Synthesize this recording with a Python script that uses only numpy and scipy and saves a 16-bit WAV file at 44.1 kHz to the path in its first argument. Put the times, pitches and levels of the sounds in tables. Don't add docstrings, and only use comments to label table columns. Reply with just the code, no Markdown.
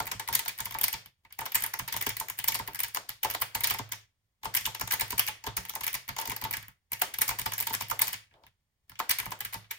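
import sys
import numpy as np
from scipy import signal
from scipy.fft import rfft, irfft, next_fast_len
from scipy.io import wavfile
from scipy.ndimage import uniform_filter1d

SR = 44100
rng = np.random.default_rng(int(sys.argv[2]) if len(sys.argv) > 2 else 0)


def gain_from_db(level_db):
    decades = np.asarray(level_db, float) / 20
    return 10 ** decades


def dump_mix(stems):
    frames = np.atleast_2d(stems).T
    limited = np.clip(frames, -1, 1)
    pcm = np.round(limited * 32767).astype(np.int16)
    wavfile.write(sys.argv[1], SR, pcm)


N = 431298
SPAN, BURST, RUNUP = 4096, 1024, 600


def unit(x):
    return x / np.sqrt(np.mean(x ** 2) + 1e-20)


def along(points, hz):
    f, v = np.transpose(points)
    return np.interp(np.log(hz + 1), np.log(f + 1), v)


def filtered(x, response):
    m = next_fast_len(N + SR // 2)
    return irfft(rfft(x, m) * response(np.fft.rfftfreq(m, 1 / SR)), m)[..., :N]


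def impulses(t, strength):
    force = np.zeros(N)
    force[np.round(t * SR).astype(int)] = strength
    return force


def hush():
    # f/Hz, level/dB per Hz
    air = [(25, -10), (80, 0), (300, -24), (2400, -26), (16000, -34)]
    return gain_from_db(-72) * unit(filtered(rng.standard_normal((2, N)), lambda hz: gain_from_db(along(air, hz))))


def contacts():
    # t/s, leaf/dB, delay to the bottom/ms, case/dB, cap/dB
    presses = [(0.482, -25.5, 10.3, -48.5, -36), (0.588, -33, 6.7, -39.5, -44),
               (0.657, -28.5, 10, -43, -56), (0.744, -34.5, 4.3, -33.5, -37),
               (0.93, -26.5, 9.4, -41.5, -33.5), (1.409, -34.5, 5.6, -37, -39.5),
               (1.926, -27.5, 14.6, -37, -34), (2.093, -27, 10, -45.5, -33.5),
               (2.201, -25.5, 9.1, -34.5, -40.5), (2.39, -27, 9.5, -51, -36),
               (2.546, -26, 6, -35, -28), (2.591, -32, 6.1, -34, -37.5),
               (2.677, -30.5, 5.2, -37.5, -55), (2.948, -25.0, 12.8, -36.5, -36),
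               (3.092, -28, 10, -53.5, -40.5), (3.788, -33, 4.7, -33.5, -35),
               (4.664, -25, 8.3, -34, -60), (4.923, -23, 8.6, -35, -37), (5.011, -22, 6.1, -30, -31.5),
                    (5.122, -33, 5.5, -35.5, -37.5), (5.569, -23.5, 8, -37, -33), (5.696, -29, 7, -52, -61),
                    (5.943, -24.5, 9, -41, -32), (6.217, -32.5, 6.7, -38, -43),
                    (6.298, -27.5, 7.7, -39, -37), (6.415, -33.5, 7.1, -36.5, -41.5),
                    (6.529, -30, 8.6, -46, -31.5), (7.141, -30, 5.1, -71, -41), (7.994, -22, 9.2, -41, -51),
                    (8.131, -28, 11, -44.5, -35.5), (8.897, -43.5, 21, -53.5, -53),
                    (9.096, -21, 14, -47, -27), (9.113, -19.5, 5.6, -43, -42),
                    (9.187, -24.0, 7.4, -43, -37), (9.258, -32.5, 6.2, -35.5, -47),
                    (9.407, -28, 6.9, -52.5, -40.5), (9.451, -30, 7, -69, -40.5),
                    (9.543, -31.5, 2.3, -38, -46)]
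    # t/s, leaf/dB, cap/dB
    ticks = [
        (.278, -33, -35),
        (0.427, -51.5, -52),
        (3.311, -28, -37.5),
        (3.701, -30, -26),
             (0.338, -34, -32.5), (0.352, -15.5, -24.5), (0.788, -27.5, -36), (0.814, -21, -32.5),
                   (0.837, -33, -39), (0.841, -17, -25.5), (0.883, -22.5, -32.5), (1.521, -31.5, -41.5),
                   (1.555, -18, -22.5), (1.607, -33, -41.5), (1.639, -22.5, -31), (1.664, -27, -39.5),
                   (1.886, -51, -36.5), (1.972, -31, -37.5), (2.013, -26.5, -33), (2.024, -26, -33),
                   (2.169, -29.5, -35.5), (2.3, -29, -36.5), (2.443, -24.5, -35), (2.485, -16.5, -25.5),
                   (2.522, -38, -33), (2.748, -31.5, -40), (2.793, -29, -36), (2.804, -23, -33.5),
                   (2.837, -40, -32), (2.846, -35, -36.5),
             (3.234, -23.5, -30.5), (3.302, -29, -32.5), (3.558, -29.5, -38), (3.608, -27.5, -35.5),
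                    (3.643, -19, -24), (3.673, -23, -32), (3.685, -35, -40.5), (3.922, -27, -32.5),
                    (4.542, -30, -35.5), (4.552, -18.5, -28), (4.573, -22.5, -27.5), (4.656, -39, -26),
                    (4.911, -27.5, -30.5), (4.939, -21.5, -31), (4.998, -26.5, -30.5), (5.107, -27.5, -35),
                    (5.181, -23, -31.5), (5.196, -15, -22.5), (5.277, -33.5, -30), (5.836, -32, -33),
                    (5.868, -24, -32.5), (5.879, -24, -28.5), (6.365, -29, -38.5), (6.511, -26, -40),
                    (6.57, -31, -35.5), (6.628, -44.5, -46.5),
             (6.92, -26, -37.5), (6.933, -26.5, -34.5), (7.187, -23.5, -34), (7.218, -16.5, -24.5),
                  (7.281, -25.5, -34), (7.396, -25.5, -34), (7.416, -32.5, -37), (7.537, -28.5, -32.5),
                  (7.581, -26.5, -38.5), (7.591, -33.5, -35.5), (7.602, -23, -32), (7.626, -29, -36.5),
                  (7.749, -28, -29.5), (7.822, -33, -35.5), (7.901, -28.5, -37.5), (8.019, -14, -24.5),
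                  (8.072, -33.5, -35.5), (8.081, -25.5, -33.5), (8.09, -38, -42), (9.201, -28, -32.5),
                  (9.711, -31, -34.5)]
    # t/s, leaf/dB
    snicks = [(0.0257, -40), (0.0567, -36), (0.2874, -28), (0.34, -30), (0.4525, -36.5),
              (0.4948, -34.5), (0.579, -38), (0.6489, -37.5), (0.8346, -21.5), (1.4571, -30),
              (1.5478, -19), (1.6224, -25), (1.6283, -39), (1.7912, -26.5), (1.8857, -34),
              (1.9324, -30.5), (1.9392, -33.5), (2.3756, -46.5), (2.3815, -39), (2.4787, -23),
              (2.5218, -28), (2.5563, -24.5), (2.6689, -45), (2.7341, -40), (2.8344, -21.5),
              (2.8838, -36.5), (2.9415, -45), (3.2477, -25.5), (3.2952, -42), (3.3035, -32.5),
              (3.3393, -31.5), (3.4145, -26.5), (3.6372, -23.5), (3.7404, -29.5), (4.4467, -33),
              (4.5668, -23), (4.6104, -34.5), (4.644, -38.5), (4.6574, -28.5), (4.9279, -27),
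              (5.0808, -41.5), (5.0988, -43),
              (5.1878, -29.5), (5.2666, -28), (5.4576, -50), (5.6349, -49), (5.6874, -38),
                   (5.7537, -26), (5.8429, -26), (5.9309, -28), (5.953, -28), (6.199, -29), (6.2139, -30),
                   (6.5375, -27.5), (6.9945, -41), (6.9996, -38), (7.2115, -26), (7.3049, -29),
                   (7.697, -33), (7.7287, -31.5), (7.734, -26), (7.8016, -43.5), (7.8853, -39),
                   (7.8934, -45), (7.9121, -24.5), (8.0157, -22), (8.1254, -37.5), (8.9991, -30.5),
                   (9.0943, -23.5), (9.1077, -23.5), (9.194, -38), (9.2457, -47), (9.3081, -35),
                   (9.325, -36), (9.391, -46), (9.5347, -31)]
    # t/s, leaf/dB, case/dB
    blows = [(0.002, -33, -27.5), (0.07, -34.5, -44), (0.076, -36, -43), (0.118, -30.5, -32.5),
             (0.198, -31.5, -36.5), (0.288, -37.5, -32), (0.329, -25.5, -43), (0.394, -25, -41.5),
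             (0.459, -41.5, -37), (0.605, -27.5, -41.5), (0.71, -38, -44.5), (0.724, -38, -50.5),
             (1.39, -30.5, -35), (1.462, -34, -36.5), (1.739, -27.5, -34.5), (1.795, -36, -33.5),
             (1.879, -33, -44.5), (1.965, -27, -37.5), (2.067, -26, -33), (2.286, -33.5, -50.5),
             (2.301, -40, -40.5), (2.758, -36, -54), (2.971, -43, -29.5), (3.242, -31.5, -49),
             (3.248, -36, -25.5), (3.349, -31.5, -27), (3.419, -22.5, -31.5), (3.551, -25, -34.5),
             (3.709, -22, -33), (3.745, -37.5, -36.5), (3.933, -42, -48), (4.434, -46, -42),
                    (4.455, -35, -30), (4.749, -33.5, -39), (4.798, -36, -47.5), (4.813, -28, -31),
                    (4.876, -33, -43), (5.285, -27.5, -38.5), (5.441, -43, -42.5), (5.466, -36, -35),
                    (5.473, -38.5, -35), (5.585, -50, -61), (5.652, -38, -50.5), (5.738, -48, -44),
                    (5.759, -39.5, -36.5), (5.81, -35.0, -41), (6.09, -32, -35.5), (6.166, -38, -38.5),
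                    (6.187, -35, -31), (6.256, -34, -41), (6.275, -31.5, -43),
             (6.319, -32.5, -35.5), (6.441, -28.5, -41), (6.45, -40, -32.5), (7.019, -18, -27.5),
                  (7.292, -23, -32.5), (7.311, -41.5, -31.5), (7.388, -29.5, -39), (7.461, -26.5, -32),
                  (7.521, -33.5, -38), (7.671, -25, -37), (7.705, -45.5, -35), (7.74, -26, -34),
                  (7.81, -31.5, -33.5), (7.913, -39, -29), (8.993, -33, -44), (9.001, -55, -24.5),
                  (9.229, -48, -44.5), (9.319, -42.5, -33), (9.528, -42, -46), (9.716, -32, -65)]
    # t/s, leaf/dB, case/dB, cap/dB
    touches = [(1.06, -43.5, -60, -49.5), (1.25, -65, -58, -53), (1.307, -81.0, -65, -56),
               (1.326, -40, -89, -49), (3.403, -40, -57, -63), (3.892, -51, -61, -53),
               (6.08, -39, -57, -45), (6.683, -41.5, -62, -49), (7.608, -23, -68, -38),
               (8.312, -85.5, -74, -61.5), (8.34, -81, -70, -58.5), (8.437, -70, -58.5, -57),
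               (8.466, -55.5, -66, -53.5), (8.956, -69, -100, -52), (9.646, -75, -70, -55)]

    found = []
    for t, leaf, ms, case, cap in presses:
        found.append((t, leaf - 7.5, leaf, leaf - 22.5))
        found.append((t + ms / 1000, cap, leaf - 15.5, case))
    for t, leaf, cap in ticks:
        found.append((t, cap, leaf, leaf - 20))
    for t, db in snicks:
        found.append((t + 0.0001, db - 12.5, db - 2, db - 24))
    for t, leaf, case in blows:
        cap = -34 + 0.47 * (leaf + 30) + 0.27 * (case + 40)
        found.append((t, cap, leaf, case))
    for t, leaf, case, cap in touches:
        found.append((t, cap, leaf, case))
    return sorted(found)


KEYS = contacts()


def modes(table, hz, scatter_db, detune):
    fc, width, db = np.transpose(table)[:, :, None, None]
    luck = rng.standard_normal((len(KEYS), 3, len(table))).T[..., None]
    fc = fc * (1 + detune * luck[:, 1])
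    gain = gain_from_db(db + scatter_db * luck[:, 0]) * np.sign(luck[:, 2])
    return sum(g * 1j * hz * w / (c * c - hz * hz + 1j * hz * w) for c, w, g in zip(fc, width, gain))


def rattle(width_ms, spiky_db, travel_db):
    cap_db = np.array(KEYS)[:, 1:2]
    ms = (np.arange(BURST) - RUNUP) * 1000 / SR / gain_from_db(0.36 * (cap_db + 37.5))
    ms = np.where(ms < 0, 1.5 * ms, ms)
    luck = rng.standard_normal((len(KEYS), 3, BURST)).swapaxes(0, 1)
    grains = gain_from_db(spiky_db * 4 * uniform_filter1d(luck[2], size=16))
    clump = np.exp(-(ms / width_ms) ** 2)
    travel = gain_from_db(travel_db) * np.hanning(BURST) / (np.exp(-ms / 1.6) + np.exp(ms / 9))
    return rfft(grains * luck[:2] * (clump + travel), SPAN)


def placed(spectra, db):
    wave = irfft(spectra, SPAN) * np.hanning(2 * SPAN)[SPAN:]
    peak = np.sqrt(uniform_filter1d(wave ** 2, size=90).max(axis=2)[0])
    wave *= gain_from_db(db)[:, None] / peak[:, None]
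    start = np.round(np.array(KEYS)[:, :1] * SR).astype(int)
    at = (start + np.arange(SPAN)).ravel()
    return np.array([np.bincount(at, w.ravel(), N + SPAN)[RUNUP:N + RUNUP] for w in wave])


def keys():
    # f/Hz, level/dB per Hz
    clack_colour = [(710, -42), (1200, -6), (2290, -6.5), (2620, -5.5), (5570, -0.5), (7660, -2.5),
                    (10000, -11), (13000, -42.5)]
    # f/Hz, level/dB
    sizzle_colour = [(7000, -18.5), (9000, -3), (12000, 4.5), (15500, 3.5), (16000, -35), (16800, -30.5)]
    # f/Hz, width/Hz, level/dB
    cap_modes = [(1650, 38, 2), (2033, 120, -1), (2315, 110, 2.5), (2938, 270, -5.5), (3860, 150, -30)]
    # f/Hz, width/Hz, level/dB
    case_modes = [(300, 13, -16), (402.5, 12, -9.5), (609, 10, -21), (721, 30, -12), (810, 41, -11.5),
                  (900, 13.4, 6.5), (1020, 82, -2.5), (1213, 24, -10.5), (1360, 58, -14)]
    hz = np.fft.rfftfreq(SPAN, 1 / SR)
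    t, cap_db, leaf_db, case_db = np.transpose(KEYS)

    cap = gain_from_db(along(clack_colour, hz)) * (0.19 + modes(cap_modes, hz, scatter_db=0.0, detune=0.0043))
    ripple = uniform_filter1d(rng.standard_normal(cap.shape), size=70)
    cap *= gain_from_db(2.2 * unit(ripple))
    cap /= 1 + (hz / (3000 * gain_from_db(cap_db + 55))[:, None]) ** 2
    clack = placed(rattle(width_ms=3.27, spiky_db=8.0, travel_db=-5.5) * cap, cap_db + 1.5)

    leaf = gain_from_db(along(sizzle_colour, hz))
    sizzle = placed(rattle(width_ms=1.98, spiky_db=5.5, travel_db=-25) * leaf, leaf_db + 0.6)

    blow = rattle(width_ms=0.63, spiky_db=1.0, travel_db=-31.5)
    low_cut = (hz / (hz - 450j)) ** 2
    case = low_cut * modes(case_modes, hz, scatter_db=4.5, detune=0.013)
    knock = placed(blow * case, case_db + 2.5)
    return clack + sizzle, knock


def ringing(table, f):
    return sum((-1) ** k * gain_from_db(db) * 1j * f * w / (c * c - f * f + 1j * f * w)
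               for k, (c, w, db) in enumerate(table))


def desk():
    # t/s, level/dB
    pushes = [(0.146, -41.5), (0.31, -42), (0.605, -43.5), (1.815, -42), (2.07, -40.5), (2.604, -40.5),
              (3.581, -46), (3.801, -40.5), (4.463, -41), (4.671, -40), (4.827, -38), (4.935, -58.5),
              (5.02, -39.5), (5.135, -40), (5.475, -40.5), (5.585, -41.5), (6.108, -42.5), (6.291, -41),
              (6.432, -37), (7.308, -54), (7.412, -44), (7.751, -45.5), (7.82, -44), (9.27, -43),
              (9.557, -43.5)]
    # t/s, level/dB
    thuds = [(0.123, -51), (2.068, -33), (2.596, -48), (3.796, -37.5), (4.816, -52), (5.127, -41),
             (5.471, -39), (6.284, -44), (6.324, -45), (6.448, -48), (7.706, -43.5), (9.001, -50)]
    # f/Hz, width/Hz, level/dB
    top_modes = [(53, 25, -12), (107.1, 4.8, -2), (129.5, 8, -7.5), (179, 9.8, -9), (262.8, 59, -13)]
    # f/Hz, width/Hz, level/dB
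    plate_modes = [(225, 44, -1), (284, 35, 1.5), (417, 29, 4), (513, 49, -11.5)]
    t, cap_db, leaf_db, case_db = np.transpose(KEYS)
    force = impulses(t, gain_from_db(0.4 * case_db + 29.5) * rng.standard_normal(len(t)))
    t, db = np.transpose(pushes)
    force[np.round(t * SR).astype(int)] = gain_from_db(db + 63.0)
    t, db = np.transpose(thuds)
    thud = impulses(t, gain_from_db(db + 46))
    top = filtered(force, lambda f: ringing(top_modes, f) * f / (f - 40j) / (1 + 1j * f / 220) ** 3)
    plate = filtered(thud, lambda f: ringing(plate_modes, f) / (1 + 1j * f / 700) ** 2)
    low = top + plate
    return np.array([low, np.roll(low, SR // 80)])


def tail(x, decays, wait):
    hz, t, z = signal.stft(x[0], SR, nperseg=256, noverlap=192)
    keep = gain_from_db(-120 * t[1] / along(decays, hz))
    mixed = uniform_filter1d(np.abs(z) ** 2, size=7, axis=0)
    stored = np.array([signal.lfilter([0] * wait + [1 - k], [1, -k], p) for k, p in zip(keep, mixed)])
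    fresh = signal.stft(rng.standard_normal(x.shape), SR, nperseg=256, noverlap=192)[2]
    fresh /= np.sqrt(np.mean(np.abs(fresh) ** 2))
    return signal.istft(np.sqrt(stored) * fresh, SR, nperseg=256, noverlap=192)[1][:, :N]


def keyboard_scatter(heard):
    # f/Hz, t60/s
    body_decay = [(300, 0.074), (3000, 0.095), (12000, 0.027)]
    # f/Hz, level/dB
    body_colour = [(300, -9.5), (1500, -4), (4000, -3), (8000, -10), (14000, -8.5)]
    return filtered(tail(heard, body_decay, 2), lambda hz: gain_from_db(along(body_colour, hz)))


def room_walls(heard):
    # f/Hz, t60/s
    room_decay = [(300, 0.3), (3000, 0.35), (14000, 0.22)]
    # f/Hz, level/dB
    room_colour = [(300, -8.5), (2000, -5.5), (4500, -3.5), (8000, -6.5), (14000, -16)]
    return filtered(tail(heard, room_decay, 5), lambda hz: gain_from_db(along(room_colour, hz)))


def fingertip():
    # t/s, level/dB
    slide = [
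        (8.29, -103),
        (8.35, -62),
        (8.44, -66),
        (8.5, -103),
    ]
    rub = filtered(rng.standard_normal((2, N)), lambda f: np.exp(-(np.log((f + 1) / 600) / .7) ** 2))
    return gain_from_db(np.interp(np.arange(N) / SR, *np.transpose(slide), -200, -200)) * unit(rub)


def ports(pair):
    # f/Hz, correlation
    alike = [(60, .97), (400, .8), (900, .95), (1400, .3), (2200, .85), (3000, .35), (8800, .3),
             (9500, .98)]
    # f/Hz, phase/rad
    lead = [(0, 0), (1030, .8), (1890, 6.1), (4050, 15.4), (5430, 25), (7490, 34.7), (10800, 40.8),
            (15200, 50.3)]
    # f/Hz, level/dB
    lean = [(50, -1.3), (200, -2.5), (700, 2), (1600, -1.5), (4400, 1.5), (12000, 0)]

    def blend(hz):
        angle = np.arccos(along(alike, hz)) / 2
        return np.array([np.cos(angle), np.sin(angle)])

    def spread(hz):
        half = gain_from_db(along(lean, hz) / 2) * np.exp(.5j * np.interp(hz, *np.transpose(lead)))
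        return np.array([half, 1 / half])

    mid, side = filtered(pair, blend)
    return filtered(np.array([mid + side, mid - side]), spread)


def scene():
    caps, knock = keys()
    knock = np.roll(knock, int(.001 * SR), axis=1)
    heard = caps + gain_from_db(-4.5) * knock
    diffuse = keyboard_scatter(heard) + room_walls(heard)
    return ports(caps + knock + diffuse + desk() + fingertip() + hush())


def low_pass(x):
    return signal.sosfilt(signal.butter(12, 16960, fs=SR, output="sos"), x)


def record(dry):
    power = np.abs(uniform_filter1d(np.mean(dry ** 2, 0), size=1500))
    level_db = 10 * np.log10(power + 1e-12)
    gain_db = np.clip(.8 * (level_db + 60), -9, 0)
    banded = filtered(dry * gain_from_db(gain_db), lambda hz: 1 / (1 + (hz / 16650) ** 200))
    return low_pass(banded)


dry = scene()
out = record(dry)
dump_mix(out)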